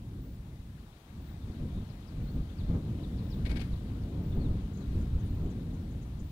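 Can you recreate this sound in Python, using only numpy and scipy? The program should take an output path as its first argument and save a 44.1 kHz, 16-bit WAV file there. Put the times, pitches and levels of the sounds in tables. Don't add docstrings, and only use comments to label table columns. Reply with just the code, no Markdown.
import sys
import numpy as np
from scipy import signal
from scipy.fft import rfft, irfft
from scipy.io import wavfile
from scipy.ndimage import uniform_filter1d

SR = 44100
rng = np.random.default_rng(int(sys.argv[2]) if len(sys.argv) > 2 else 0)


def dump(signal):
    limited = np.clip(np.atleast_2d(signal).T, -1, 1)
    pcm = np.round(limited * 32767).astype(np.int16)
    wavfile.write(sys.argv[1], SR, pcm)


N = 278271
TIME_S = np.arange(N) / SR


def amp(db):
    return 10 ** (np.asarray(db) / 20)


def unit(x):
    return x / np.sqrt(np.mean(x ** 2) + 1e-20)


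def curve_at(points, hz):
    point_hz, values = np.transpose(points)
    return np.interp(np.log(hz + 1), np.log(point_hz + 1), values)


def envelope(rows):
    return amp(np.interp(TIME_S, *np.transpose(rows)))


def swells(rows):
    return sum(amp(db) * np.exp(-((TIME_S - peak_s) / half_s) ** 2) for peak_s, half_s, db in rows)


def wander(count, size):
    return unit(uniform_filter1d(rng.standard_normal(max(count, SR)), size=size))[:count]


def add(mix, start_s, sound):
    part = mix[round(start_s * SR):][:len(sound)]
    part += sound[:len(part)]


def noise(spectrum):
    colour = amp(curve_at(spectrum, np.fft.rfftfreq(N, 1 / SR)))
    return unit(irfft(rfft(rng.standard_normal(N)) * colour, N))


def patchy_noise(spectrum, patch_db):
    hz, _, bins = signal.stft(rng.standard_normal(N), SR, nperseg=512)
    patches = uniform_filter1d(rng.standard_normal(bins.shape), size=9, axis=0)
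    patches = unit(uniform_filter1d(patches, size=10, axis=1))
    colour = amp(curve_at(spectrum, hz)[:, None] + patch_db * patches)
    return unit(signal.istft(bins * colour, nperseg=512)[1][:N])


def steadied(x, size):
    power = uniform_filter1d(uniform_filter1d(x ** 2, size=size), size=size)
    return x / np.sqrt(abs(power) + 1e-9)


def scatter(x, t60_s):
    t = np.arange(SR // 2) / SR
    tail = rng.standard_normal(len(t)) * amp(-60 * t / t60_s) * (t > .004)
    return signal.fftconvolve(x, tail / np.linalg.norm(tail))[:N]


# frequency in Hz, relative density in dB.
HISS_SPECTRUM = [(100, -26), (1500, 4), (4000, 2.5), (9000, 1.5), (15500, 0.5)]

def hiss(level_db=-69):
    return amp(level_db) * np.array([noise(HISS_SPECTRUM), noise(HISS_SPECTRUM)])


# start in seconds, length in seconds.
WHINE_BURSTS = [(.215, .15), (1.212, .14), (2.22, .15), (3.22, .165), (4.222, .17), (5.228, .025),
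                (5.297, .15), (6.232, .15)]

def whine(tone_hz=15148, left_db=-66, right_db=-72, waver_rad=.6, on_chance=.68):
    bursts = sum((TIME_S > start_s) & (TIME_S < start_s + length_s) for start_s, length_s in WHINE_BURSTS)
    slot = np.arange(N) // 220
    on = rng.random(slot[-1] + 1) < on_chance
    jumps_rad = np.cumsum(~on * rng.uniform(0, 2 * np.pi, len(on)))
    gate = uniform_filter1d(1. * bursts * on[slot], size=30)
    phase_rad = 2 * np.pi * tone_hz * TIME_S + jumps_rad[slot] + waver_rad * wander(N, size=120)
    return amp([[left_db], [right_db]]) * gate * np.sin(phase_rad)


# time in seconds, relative level in dB.
BREEZE_LEVELS = [(0, -69.5), (.6, -69.5), (1.6, -64.5), (3.6, -64.5), (5.05, -64.5), (6.31, -67)]
# frequency in Hz, relative density in dB.
SCRUB_SPECTRUM = [(100, -22), (220, 15), (400, 3.5), (700, 3.5), (1100, 2), (1600, -1.5), (2700, -4.5),
                  (3800, -3), (4500, -7.5), (5200, -12), (6600, -15), (9000, -18.5), (15000, -23)]

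def scrub(gain_db=10):
    return amp(gain_db) * envelope(BREEZE_LEVELS) * patchy_noise(SCRUB_SPECTRUM, patch_db=1.22)


# peak time in seconds, half length in seconds, level in dB.
LEAF_STIRS = [(3.03, .25, -68), (3.6, 0.29, -63), (4.99, 0.11, -62.5)]
# frequency in Hz, relative density in dB.
LEAF_SPECTRUM = [(500, -24), (2000, 8.5), (4000, 8), (6000, -1), (10000, -0.5), (15000, -5)]

def leaves(rest_db=-85):
    return (amp(rest_db) + swells(LEAF_STIRS)) * patchy_noise(LEAF_SPECTRUM, patch_db=1.0)


def bird_note(length_s, start_hz, end_hz, rough, late):
    progress = np.linspace(0, 1, round(length_s * SR))
    jitter = 1 + .08 * rough * wander(len(progress), size=30)
    hz = start_hz * (end_hz / start_hz) ** progress * jitter
    swell = np.sin(np.pi * progress ** late) ** .7
    flicker = amp(2.6 * wander(len(progress), size=200))
    return swell * flicker * np.sin(2 * np.pi * np.cumsum(hz) / SR)


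# start in seconds, length in seconds, start pitch in Hz, relative level in dB.
BIRD_WHISTLES = [(1.283, .022, 4600, -59), (1.878, .054, 6500, -59), (2.068, .035, 6100, -56.5),
                 (2.569, .055, 5900, -53.5), (3.019, .04, 5100, -52), (3.164, .044, 5900, -54),
                 (3.296, .054, 6200, -50), (3.715, .036, 5000, -53), (4.012, .036, 5900, -59.5)]
# start in seconds, length in seconds, start and end pitch in Hz, relative level in dB.
BIRD_SLURS = [(1.39, .06, 3900, 3400, -64), (1.672, 0.052, 4000, 3100, -64),
              (2.268, 0.044, 4030, 4440, -56), (2.485, 0.027, 3010, 3830, -55),
              (2.64, 0.085, 4130, 4300, -66), (4.31, .032, 3850, 3400, -56), (4.39, .05, 4400, 4280, -56.5),
              (4.428, 0.058, 4200, 3300, -59), (4.8, 0.042, 4300, 3830, -59)]
# start in seconds, start pitch in Hz, relative level in dB.
BIRD_CHIPS = [(4.73, 7240, -60), (4.762, 7000, -62), (4.795, 7300, -67), (4.997, 7200, -63),
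              (5.188, 6950, -64), (5.25, 11000, -64), (5.44, 7340, -65), (5.495, 6900, -61),
              (5.725, 6900, -65), (5.9, 7200, -65), (6.012, 6860, -62), (6.187, 7170, -59)]

def birds(gain_db=-0.8, echo_db=-8, fall_octaves_per_s=17, chip_s=.036, chip_sag=.14):
    notes = np.zeros(N)
    for start_s, length_s, start_hz, db in BIRD_WHISTLES:
        end_hz = start_hz / 2 ** (fall_octaves_per_s * length_s)
        add(notes, start_s, amp(db) * bird_note(length_s, start_hz, end_hz, rough=.1, late=1.54))
    for start_s, length_s, start_hz, end_hz, db in BIRD_SLURS:
        add(notes, start_s, amp(db) * bird_note(length_s, start_hz, end_hz, rough=.2, late=1.2))
    for start_s, start_hz, db in BIRD_CHIPS:
        end_hz = start_hz * (1 - chip_sag)
        add(notes, start_s, amp(db) * bird_note(chip_s, start_hz, end_hz, rough=.85, late=1.1))
    return amp(gain_db) * (notes + amp(echo_db) * scatter(notes, t60_s=.4))


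# frequency in Hz, relative density in dB.
BLOW_SPECTRUM = [(300, -7), (750, 0), (1150, -12.5), (1600, 2.5), (2800, -1), (4500, -1.5), (5500, -12.5),
                 (7500, -19.5), (11000, -20), (15000, -30)]
# resonance in Hz, width in Hz, boost in dB.
CASE_MODES = [(1640, 100, -0.5), (2060, 70, -2), (2213, 120, 12), (2456, 48, 11), (4600, 180, 0.5),
              (8100, 160, 10)]
# opening time in seconds, time held open in seconds.
SHUTTER_FRAMES = [(3.462, .050), (3.568, .044)]
# offset from the opening or closing in seconds, level in dB, tilt in dB per octave.
OPENING_BLOWS = [(-.011, -41, 2), (-.005, -45, -8), (-.001, -36, -1)]
CLOSING_BLOWS = [(-.018, -39.5, -1.5), (-.010, -44, 3.5), (0, -37.5, .5), (.027, -51, -7)]

def shutter(rise_s=.0014, blow_t60_s=.078, echo_db=-13):
    t, hz = np.arange(8192) / SR, np.fft.rfftfreq(8192, 1 / SR)
    case_db = sum(db / (1 + (2 * (hz - mode_hz) / width_hz) ** 2) for mode_hz, width_hz, db in CASE_MODES)
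    body_db = curve_at(BLOW_SPECTRUM, hz) + case_db
    octaves = np.log2(np.clip(hz, 1500, 12000) / 2500)
    strike = (1 - np.exp(-t / rise_s)) * amp(-60 * t / blow_t60_s)
    clicks = np.zeros(N)
    for open_s, held_s in SHUTTER_FRAMES:
        for at_s, blows in (open_s, OPENING_BLOWS), (open_s + held_s, CLOSING_BLOWS):
            for offset_s, db, tilt in blows:
                chatter = irfft(rfft(rng.standard_normal(len(t))) * amp(body_db + tilt * octaves))
                add(clicks, at_s + offset_s, amp(db) * strike * steadied(chatter, size=200))
    return clicks + amp(echo_db) * scatter(clicks, t60_s=.26)


def lumps(depth_db):
    return amp(depth_db * wander(N, size=3000))


# time in seconds, strength in dB.
WIND_LEVELS = [(0, -41), (.8, -44), (1.0, -54.5), (1.08, -53.5), (1.15, -40.5), (1.38, -42.5),
               (1.59, -39.5), (2.08, -44), (2.14, -38), (2.54, -39.5), (2.62, -35), (3.74, -35),
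               (3.89, -36.5), (4.27, -33.5), (4.75, -36.5), (5.05, -36), (5.76, -36), (6.31, -42)]
# peak time in seconds, half length in seconds, relative flare and push in dB.
WIND_BUFFETS = [(1.49, 0.036, -43.5, -51), (1.631, .04, -36, -40), (1.775, 0.049, -41.5, -39),
                (2.212, 0.038, -42, -40.5), (2.386, 0.038, -39, -34), (2.705, 0.023, -37.5, -30.5),
                (2.755, 0.023, -37, -62), (3.515, 0.072, -48, -38.5), (3.745, 0.019, -58, -37),
                (4.378, 0.031, -40.5, -34), (4.501, 0.061, -41, -34), (4.975, .08, -38, -36.5),
                (5.152, 0.03, -44, -31), (5.305, 0.055, -52, -38), (5.452, 0.049, -38, -39.5),
                (6.21, 0.053, -48.5, -43)]
# frequency in Hz, relative density in dB.
RUMBLE_SPECTRUM = [(10, -21), (22, -18), (35, -2), (55, 2.5), (95, 0.5), (135, -7), (200, -27.5),
                   (400, -42), (1000, -87)]
THUMP_SPECTRUM = [(8, -15), (18, 9), (32, -16), (50, 2), (75, -27), (200, -54), (1000, -110)]
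EDDY_SPECTRUM = [(40, -43), (100, -3.5), (160, 2.5), (220, -1.5), (290, -6), (380, -13.5), (500, -19.5),
                 (700, -30), (1000, -40), (2000, -56), (8000, -95)]
RASP_SPECTRUM = [(200, -6), (450, 1.5), (750, -6.5), (1200, -14), (2500, -24.5), (9000, -46)]

def wind(reference_db=-38, rumble_db=-40, push_gain_db=-.5, thump_gain_db=1, eddy_db=-43, rasp_db=-64):
    peak_s, half_s, flare_db, push_db = np.transpose(WIND_BUFFETS)
    flare = swells(zip(peak_s, half_s, flare_db))
    push = swells(zip(peak_s, half_s, push_db))
    strength = envelope(WIND_LEVELS) / amp(reference_db)
    turbulence = strength + flare / amp(reference_db)
    pressure = amp(rumble_db) * strength ** .99 * lumps(depth_db=2.0) + amp(push_gain_db) * push
    rumble = pressure * steadied(noise(RUMBLE_SPECTRUM), size=3000)
    thump = amp(thump_gain_db) * push * steadied(noise(THUMP_SPECTRUM), size=2500)
    eddies = amp(eddy_db) * turbulence ** 1.214 * steadied(noise(EDDY_SPECTRUM), size=2200)
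    rasp = amp(rasp_db) * turbulence ** 1.96 * noise(RASP_SPECTRUM)
    return rumble + thump + lumps(depth_db=1.42) * (eddies + rasp)


# frequency in Hz, gain in dB.
CROSSFEED_GAIN = [(140, 0), (210, -1), (330, -2.6), (500, -5), (770, -9.5), (1170, -15.5), (1800, -20),
                  (2400, -26), (4000, -43), (15000, -40)]
# frequency in Hz, phase lead in radians.
CROSSFEED_LEAD = [(130, 0), (300, 0.13), (690, 0.35), (1290, 1.4), (2150, 3.1)]

def crossfeed(left):
    hz = np.fft.rfftfreq(N, 1 / SR)
    response = amp(curve_at(CROSSFEED_GAIN, hz)) * np.exp(1j * curve_at(CROSSFEED_LEAD, hz))
    return irfft(rfft(left) * response, N)


def scene():
    left = wind() + scrub() + leaves() + birds() + shutter()
    return np.array([left, crossfeed(left)]) + hiss() + whine()


def record(dry, cutoff_hz=15790):
    lowpass = signal.firwin(1023, cutoff_hz, window=("kaiser", 9), fs=SR)
    return signal.oaconvolve(dry, lowpass[None], "same")


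dry = scene()
out = record(dry)
dump(out)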